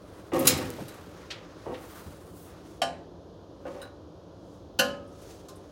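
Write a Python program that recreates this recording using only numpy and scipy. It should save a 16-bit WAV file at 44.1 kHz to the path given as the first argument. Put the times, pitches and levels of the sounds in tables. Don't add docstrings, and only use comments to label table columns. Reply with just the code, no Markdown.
import sys
import numpy as np
from scipy import signal
from scipy.fft import rfft, irfft, next_fast_len
from scipy.io import wavfile

SR = 44100
rng = np.random.default_rng(int(sys.argv[2]) if len(sys.argv) > 2 else 0)


def put_to_file(sound):
    columns = np.atleast_2d(sound).T
    safe = np.clip(columns, -1, 1)
    whole_steps = np.round(safe * 32767)
    wavfile.write(sys.argv[1], SR, whole_steps.astype(np.int16))


N = 251811
T = np.arange(SR) / SR

# frequency_hz, density_db
HUM_SPECTRUM = [(15, -66), (25, -31), (35, -27), (49, -8), (102, -3), (134, -13.5), (167, -4), (249, -14.5),
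                (291, -4), (378, -7.5), (396, -8.5), (565, -9), (757, -17.5), (818, -20), (1000, -24),
                (1300, -48), (2200, -120)]
AIR_SPECTRUM = [(600, -24), (1000, 6), (1400, 0), (2100, -16), (2650, -13), (3200, -6.5), (5000, -10.5),
                (6700, -14.5), (7500, -25), (11000, -26.5), (16000, -34.5)]
BRUSH_SPECTRUM = [(4000, -21), (7000, -4.5), (10000, -1.5), (13000, -10.5), (16000, -6)]
RUB_SPECTRUM = [(300, -12.5), (1200, 6.5), (2200, -3), (3800, -4), (6500, -5.5), (9000, -22.5),
                (14000, -39.5)]
SHEEN_SPECTRUM = [(8000, -40.5), (11000, -11.5), (13000, 1), (16000, 2)]
GRIT_SPECTRUM = [(600, 0.5), (1500, 5), (2700, 0), (4000, -1.5), (6300, -5.5), (10000, -8.5),
                 (16000, -11.5)]
RUMBLE_SPECTRUM = [(45, -20.5), (85, 0.5), (135, -0.5), (200, -4), (290, -1), (450, -13), (900, -38),
                   (2000, -82)]
CLACK_SPECTRUM = [(80, -31), (250, -21), (600, -5), (1000, -9.5), (1900, -4), (4000, -2.5), (5500, -2.5),
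                  (7300, -4), (8200, -5.5), (10500, -6), (12400, -4.5), (13500, -1), (16000, 0.5)]
EDGE_SPECTRUM = [(100, -25.5), (450, -10), (720, 12.5), (1000, -15), (1700, -2.5), (2000, -8), (3100, -1),
                 (3450, -12), (4100, -4.5), (6500, -14), (8000, -11), (12000, -22.5), (15000, -40)]
FACE_SPECTRUM = [(90, -8), (240, 0), (800, 1.5), (1200, -11.5), (1600, 1.5), (2050, -10.5), (2850, 7),
                 (3150, -1), (3450, -9), (4200, 0.5), (6500, -8), (10200, -13), (12700, -8.5), (13800, -18),
                 (16000, -21.5)]
# frequency_hz, t60_s
ROOM_DECAY = [(150, 0.95), (400, .6), (1000, 0.69), (2800, 0.38), (6500, 0.32), (9000, 0.3), (15000, 0.15)]

# pitch_hz, width_hz, level_db
PANEL_MODES = [(260, 44, 1), (344.4, 68, 1.5), (498.8, 26.7, 2), (537.2, 76, -5.5), (769, 27, -5.5),
               (895, 34, -5.5), (1130, 59, -11.5), (1253, 32, -7.5), (1566, 28, -24), (1849, 67.5, -11),
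               (2792, 330, -21.5)]
# pitch_hz, level_db, t60_s
HARDWARE_MODES = [(1450, -7.5, .25), (2930, -5, 0.12), (3880, 0.5, .13), (3970, -4.5, 0.3),
                  (5050, -12, .15), (8700, -10, 0.1), (8850, -8.5, 0.126), (9636, -10.5, .11)]
# pitch_hz, level_db, t60_s
BRACKET_MODES = [(3200, -13.5, 0.242), (3970, -8, 0.31), (4160, -7, .22), (5140, -7, 0.31),
                 (5160, -10, .14), (6010, -9, 0.18), (6660, -3, .16), (6820, -3, 0.16), (7430, -2, .17),
                 (9220, -1, 0.13), (9930, 6.5, .08), (11200, -1.5, 0.081), (11050, 6.5, .08),
                 (13140, 1, .07), (13900, 1, .08), (14400, -3, .07)]
# pitch_hz, t60_s, edge_db, face_db
PLATE_MODES = [(166, 1, -22, -21), (212, 0.67, -44.5, -15), (261, 0.84, -18.5, -13), (510, 0.34, -13.5, 0),
               (565, 0.71, -14.5, -4), (633, 0.16, -7.5, -24), (688, 0.38, -1.5, -10.5),
               (783, 0.27, -3.5, -6), (880, 0.56, -17.5, -22), (1046, 0.45, -17, -9.5),
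               (1194, 0.26, -10, -11), (1263, 0.88, -36, -18), (1448, 0.26, -13, -1.5),
               (1538, 0.17, -29, 0), (1762, .22, -38, -8.5), (1691, 0.32, -14.5, -5.5),
               (2790, 0.14, -33, 2.5), (2920, 0.2, -37.5, -27), (3110, 0.17, -3.5, -3),
               (3050, 0.21, -15, -24), (3930, 0.39, -23, -21), (5450, 0.22, -14.5, -29)]
EDGE_MODES = [(hz, db, t60) for hz, t60, db, _ in PLATE_MODES]
FACE_MODES = [(hz, db, t60) for hz, t60, _, db in PLATE_MODES]

# peak_s, half_length_s, brush_db, rub_db, rub_tilt_db_per_octave
SLEEVE_STROKES = [(.19, 0.12, -66.5, -58, -4.5), (0.971, .06, -78, -53.5, -10),
                  (1.204, 0.071, -70, -54, -3), (1.523, 0.21, -85, -57.5, -2.5),
                  (1.95, 0.15, -57.5, -52.5, -2.5), (2.244, 0.052, -65, -62.5, -9),
                  (2.415, 0.066, -58, -64, 4), (2.545, 0.074, -72, -56.5, -4),
                  (2.709, 0.049, -65, -60, 3.5), (3.74, 0.057, -68.5, -58, 0),
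                  (4.52, 0.064, -75.5, -71, 11.5), (5.289, 0.081, -62, -56.5, 5.5),
                  (5.62, 0.14, -75, -65.5, 2)]
# start_s, length_s, level_db, centre_hz, width_octaves
STEEL_DRAGS = [(.317, 0.058, -33, 846, 0.9), (.333, 0.14, -30, 520, 2.46), (.48, .15, -33.5, 450, 2.2),
               (1.657, 0.077, -39, 614, 1.05), (3.653, 0.035, -42.5, 850, 1.2),
               (3.70, .18, -50.5, 883, 1.44)]
# start_s, length_s, pitch_hz, level_db
PANEL_GROANS = [(0.329, 0.1, 338.5, -30), (.335, 0.064, 532, -33), (.403, .035, 541, -31)]
# start_s, level_db, centre_hz
BODY_THUMPS = [(.329, -30, 290), (.785, -38.5, 445), (.805, -35, 167), (1.658, -34, 436), (1.665, -42, 85),
               (1.696, -33.5, 395), (2.061, -38.5, 97), (2.115, -44.5, 109)]
# start_s, level_db, centre_hz, width_octaves, ring_db
HARDWARE_TICKS = [(0.391, -30, 11950, 0.35, -15), (0.453, -28.5, 12500, 2.6, -8),
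                  (.572, -36.5, 12000, .8, -20), (.880, -43, 8900, 2.1, -10), (.940, -52.5, 8200, 1, -9),
                  (1.3, -34.5, 1300, 0.61, -30), (1.303, -28.5, 2860, 0.55, -30),
                  (1.738, -38.5, 2200, 0.59, -17.5), (3.816, -48.5, 5000, 2.3, 4.5),
                  (5.075, -69, 9670, .2, 7), (5.215, -58, 9930, 0.21, -10), (5.484, -44.5, 5300, 0.76, -22),
                  (5.556, -57, 9800, 0.26, 4)]
# start_s, level_db, centre_hz, width_octaves
PLATE_NUDGES = [(3.653, -33, 513, 0.68), (3.75, -42, 507, 0.49), (3.819, -42, 1350, 0.24),
                (5.485, -41.5, 1077, 0.2)]


def amp(db):
    return 10 ** (np.asarray(db) / 20)


def unit(x):
    return x / np.sqrt(np.mean(x ** 2) + 1e-20)


def along(points, hz):
    freqs, values = np.transpose(points)
    return np.interp(np.log(hz + 1), np.log(freqs + 1), values)


def attack(rise_s):
    return 1 - np.exp(-T / rise_s)


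def fade(t60_s):
    return amp(-60 * T / t60_s)


def filtered(x, response):
    size = next_fast_len(len(x) + SR // 2)
    return irfft(rfft(x, size) * response(np.fft.rfftfreq(size, 1 / SR)), size)[:len(x)]


def bandpass(x, centre_hz, octaves):
    return filtered(x, lambda hz: 1 / (1 + (np.log2((hz + 1) / centre_hz) / octaves) ** 2 / 9) ** 4)


def noise(spectrum, size):
    return unit(filtered(rng.standard_normal(size), lambda hz: amp(along(spectrum, hz))))


def wobble(rate_hz, size):
    knots = rng.standard_normal(int(size * rate_hz / SR) + 4)
    return np.interp(np.arange(size) * rate_hz / SR, np.arange(len(knots)), knots)


def add(track, start_s, x):
    start = max(round(start_s * SR), 0)
    track[start:start + len(x)] += x[:max(len(track) - start, 0)]


def room_tail(x):
    hz, t, spectra = signal.stft(x, SR, nperseg=256)
    decay = amp(-60 * t / along(ROOM_DECAY, hz)[:, None])
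    return signal.istft(spectra * decay, SR, nperseg=256)[1][:len(x)]


def dense_modes(spectrum, uneven_db, spacing_hz):
    knots = rng.standard_normal(2048)
    clusters = lambda hz: amp(uneven_db * np.interp(hz / spacing_hz, np.arange(len(knots)), knots))
    return unit(filtered(noise(spectrum, SR), clusters))


def burst(x, rise_s, t60_s, room_db):
    tail = room_tail(np.roll(x, SR // 2))
    return (x * fade(t60_s) + amp(room_db) * tail) * attack(rise_s)


def ring(modes, waver_rad, spread, rise_s):
    tones = np.zeros(SR)
    for hz, db, t60_s in modes:
        phase = 2 * np.pi * (hz * T + rng.random()) + waver_rad * wobble(15 + spread * hz, SR)
        tones += amp(db) * fade(t60_s) * np.sin(phase)
    return tones * attack(rise_s)


def chatter(gap_s, drop_db, first_db):
    level = np.ones(SR)
    for k, bounce_s in enumerate(np.cumsum(gap_s * rng.uniform(0.7, 1.3, 4))):
        level += amp(first_db - k * drop_db) * np.exp(-np.abs(T - bounce_s) / 0.0015)
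    return level


def room_tone():
    hum = amp(-47.5) * noise(HUM_SPECTRUM, N) * amp(0.47 * wobble(2, N))
    return hum + amp(-63) * noise(AIR_SPECTRUM, N)


def shirt_rustle(flutter_db=1.6, sheen_db=-56, tilt_pivot_hz=2000):
    t = np.arange(N) / SR
    brush_level, rub = np.zeros(N), np.zeros(N)
    cloth = noise(RUB_SPECTRUM, N)
    for peak_s, half_length_s, brush_db, rub_db, tilt in SLEEVE_STROKES:
        speed = 1 / np.cosh((t - peak_s) / half_length_s)
        brush_level = np.hypot(brush_level, amp(brush_db) * speed)
        fold = np.roll(cloth, rng.integers(N))
        fold = filtered(fold, lambda hz: amp(tilt * np.log2(1 + hz / tilt_pivot_hz)))
        rub += amp(rub_db) * speed * unit(fold)
    brush = brush_level * noise(BRUSH_SPECTRUM, N)
    sheen = amp(sheen_db) * (brush_level / brush_level.max()) ** 2.2 * noise(SHEEN_SPECTRUM, N)
    return (brush + rub + sheen) * amp(flutter_db * wobble(70, N))


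def panel_response(hz):
    return sum((-1) ** k * amp(db) * 1j * hz * width / (pitch ** 2 - hz ** 2 + 1j * hz * width)
               for k, (pitch, width, db) in enumerate(PANEL_MODES))


def steel_drags(slips_per_s=1200, grit_db=-24, room_db=-7):
    out = np.zeros(N)
    for start_s, length_s, db, hz, octaves in STEEL_DRAGS:
        slips = (rng.random(SR) < slips_per_s / SR) * rng.standard_normal(SR) * (T < length_s)
        slips *= 1 + 0.67 * fade(0.036)
        walls = room_tail(rng.standard_normal(SR))
        reverb = amp(room_db) * signal.fftconvolve(slips, walls / np.linalg.norm(walls))[:SR]
        scrape = filtered(slips + reverb, lambda f: panel_response(f) + amp(grit_db))
        scrape = bandpass(scrape, hz, octaves) * attack(0.0034)
        rms = np.sqrt(np.mean(scrape[T < length_s + 0.01] ** 2) + 1e-20)
        add(out, start_s, amp(db) * scrape / rms)
    return out


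def push(rise_s, hold_s, fall_db_per_s, start_s=0.32):
    t = np.maximum(np.arange(N) / SR - start_s, 0)
    return (1 - np.exp(-t / rise_s)) * amp(-fall_db_per_s * np.maximum(t - hold_s, 0))


def rail_slide(catch_db=2):
    grit = push(rise_s=0.027, hold_s=0.28, fall_db_per_s=32.5) * noise(GRIT_SPECTRUM, N)
    grit *= amp(catch_db * wobble(180, N))
    rumble = push(rise_s=0.088, hold_s=0.21, fall_db_per_s=62) * noise(RUMBLE_SPECTRUM, N)
    return amp(-44.5) * grit + amp(-31) * rumble


def panel_groans(waver_rad=0.55, overtone_db=-17, shake_db=3.2, release_s=0.01234):
    out = np.zeros(N)
    for start_s, length_s, hz, db in PANEL_GROANS:
        phase = 2 * np.pi * hz * T + waver_rad * wobble(109.5, SR)
        tone = np.sqrt(2) * (np.sin(phase) + amp(overtone_db) * np.sin(2 * phase))
        envelope = attack(0.0045) * np.exp(-np.maximum(T - length_s, 0) / release_s)
        add(out, start_s, amp(db + shake_db * wobble(90, SR)) * envelope * tone)
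    return out


def thumps(bumps):
    out = np.zeros(N)
    for start_s, db, hz in bumps:
        boom = unit(bandpass(rng.standard_normal(SR), hz, octaves=0.62))
        add(out, start_s, amp(db) * boom * fade(0.24) * attack(0.0021))
    return out


def hardware_ticks(rise_cycles=18):
    out = np.zeros(N)
    for start_s, db, hz, octaves, ring_db in HARDWARE_TICKS:
        hiss = unit(bandpass(rng.standard_normal(SR), hz, octaves))
        tick = burst(hiss, rise_s=rise_cycles / hz, t60_s=0.099, room_db=-13)
        tones = ring(HARDWARE_MODES, waver_rad=1.5, spread=0.069, rise_s=0.0006)
        add(out, start_s, amp(db) * (tick + amp(ring_db) * bandpass(tones, hz, octaves)))
    return out


def bracket_clack():
    modes = dense_modes(CLACK_SPECTRUM, uneven_db=3, spacing_hz=58.3)
    hit = amp(-15) * burst(modes, rise_s=0.0015, t60_s=0.06, room_db=-2)
    tones = amp(-19.5) * ring(BRACKET_MODES, waver_rad=1.7, spread=0.036, rise_s=0.002)
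    return (hit + tones) * chatter(gap_s=0.0052, drop_db=3.5, first_db=-11)


def shelf_rocking(start_s=0.572, period_s=0.103, first_db=-34, loss_db=3.5, centre_hz=280):
    return thumps([(start_s + k * period_s, first_db - k * loss_db, centre_hz) for k in range(5)])


def dry_click(start_s=0.7037):
    impulse = np.zeros(N)
    impulse[round(start_s * SR)] = amp(-13.5)
    return bandpass(impulse, centre_hz=9500, octaves=0.8)


def edge_knock():
    modes = dense_modes(EDGE_SPECTRUM, uneven_db=3, spacing_hz=46.5)
    hit = amp(-24.5) * burst(modes, rise_s=0.00058, t60_s=0.12, room_db=-10.5)
    return hit + amp(-23) * ring(EDGE_MODES, waver_rad=0.99, spread=0.0363, rise_s=0.0012)


def plate_nudges():
    out = np.zeros(N)
    for start_s, db, hz, octaves in PLATE_NUDGES:
        tones = ring(FACE_MODES, waver_rad=0.99, spread=0.045, rise_s=0.0021)
        add(out, start_s, amp(db) * bandpass(tones, hz, octaves))
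    return out


def face_knock():
    modes = dense_modes(FACE_SPECTRUM, uneven_db=4, spacing_hz=44.5)
    hit = amp(-17) * burst(modes, rise_s=0.0031, t60_s=0.11, room_db=-9.5)
    hit *= chatter(gap_s=0.0055, drop_db=2.5, first_db=-6.5)
    return hit + amp(-21) * ring(FACE_MODES, waver_rad=1, spread=0.0313, rise_s=0.012)


def scene():
    hits = np.zeros(N)
    add(hits, 0.4705, bracket_clack())
    add(hits, 2.8172, edge_knock())
    add(hits, 4.7888, face_knock())
    contacts = plate_nudges() + hardware_ticks() + dry_click()
    sliding = steel_drags() + panel_groans() + rail_slide()
    bumps = thumps(BODY_THUMPS) + shelf_rocking()
    return (hits + contacts + sliding + bumps + shirt_rustle() + room_tone())[None]


def record(dry, ceiling=0.7, low_cut_hz=38, high_cut_hz=15850):
    rounded = dry / (1 + np.abs(dry / ceiling) ** 6) ** (1 / 6)
    passband = lambda hz: (hz < high_cut_hz) * hz ** 3 / np.hypot(hz ** 3, low_cut_hz ** 3)
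    return np.array([filtered(channel, passband) for channel in rounded])


dry = scene()
out = record(dry)
put_to_file(out)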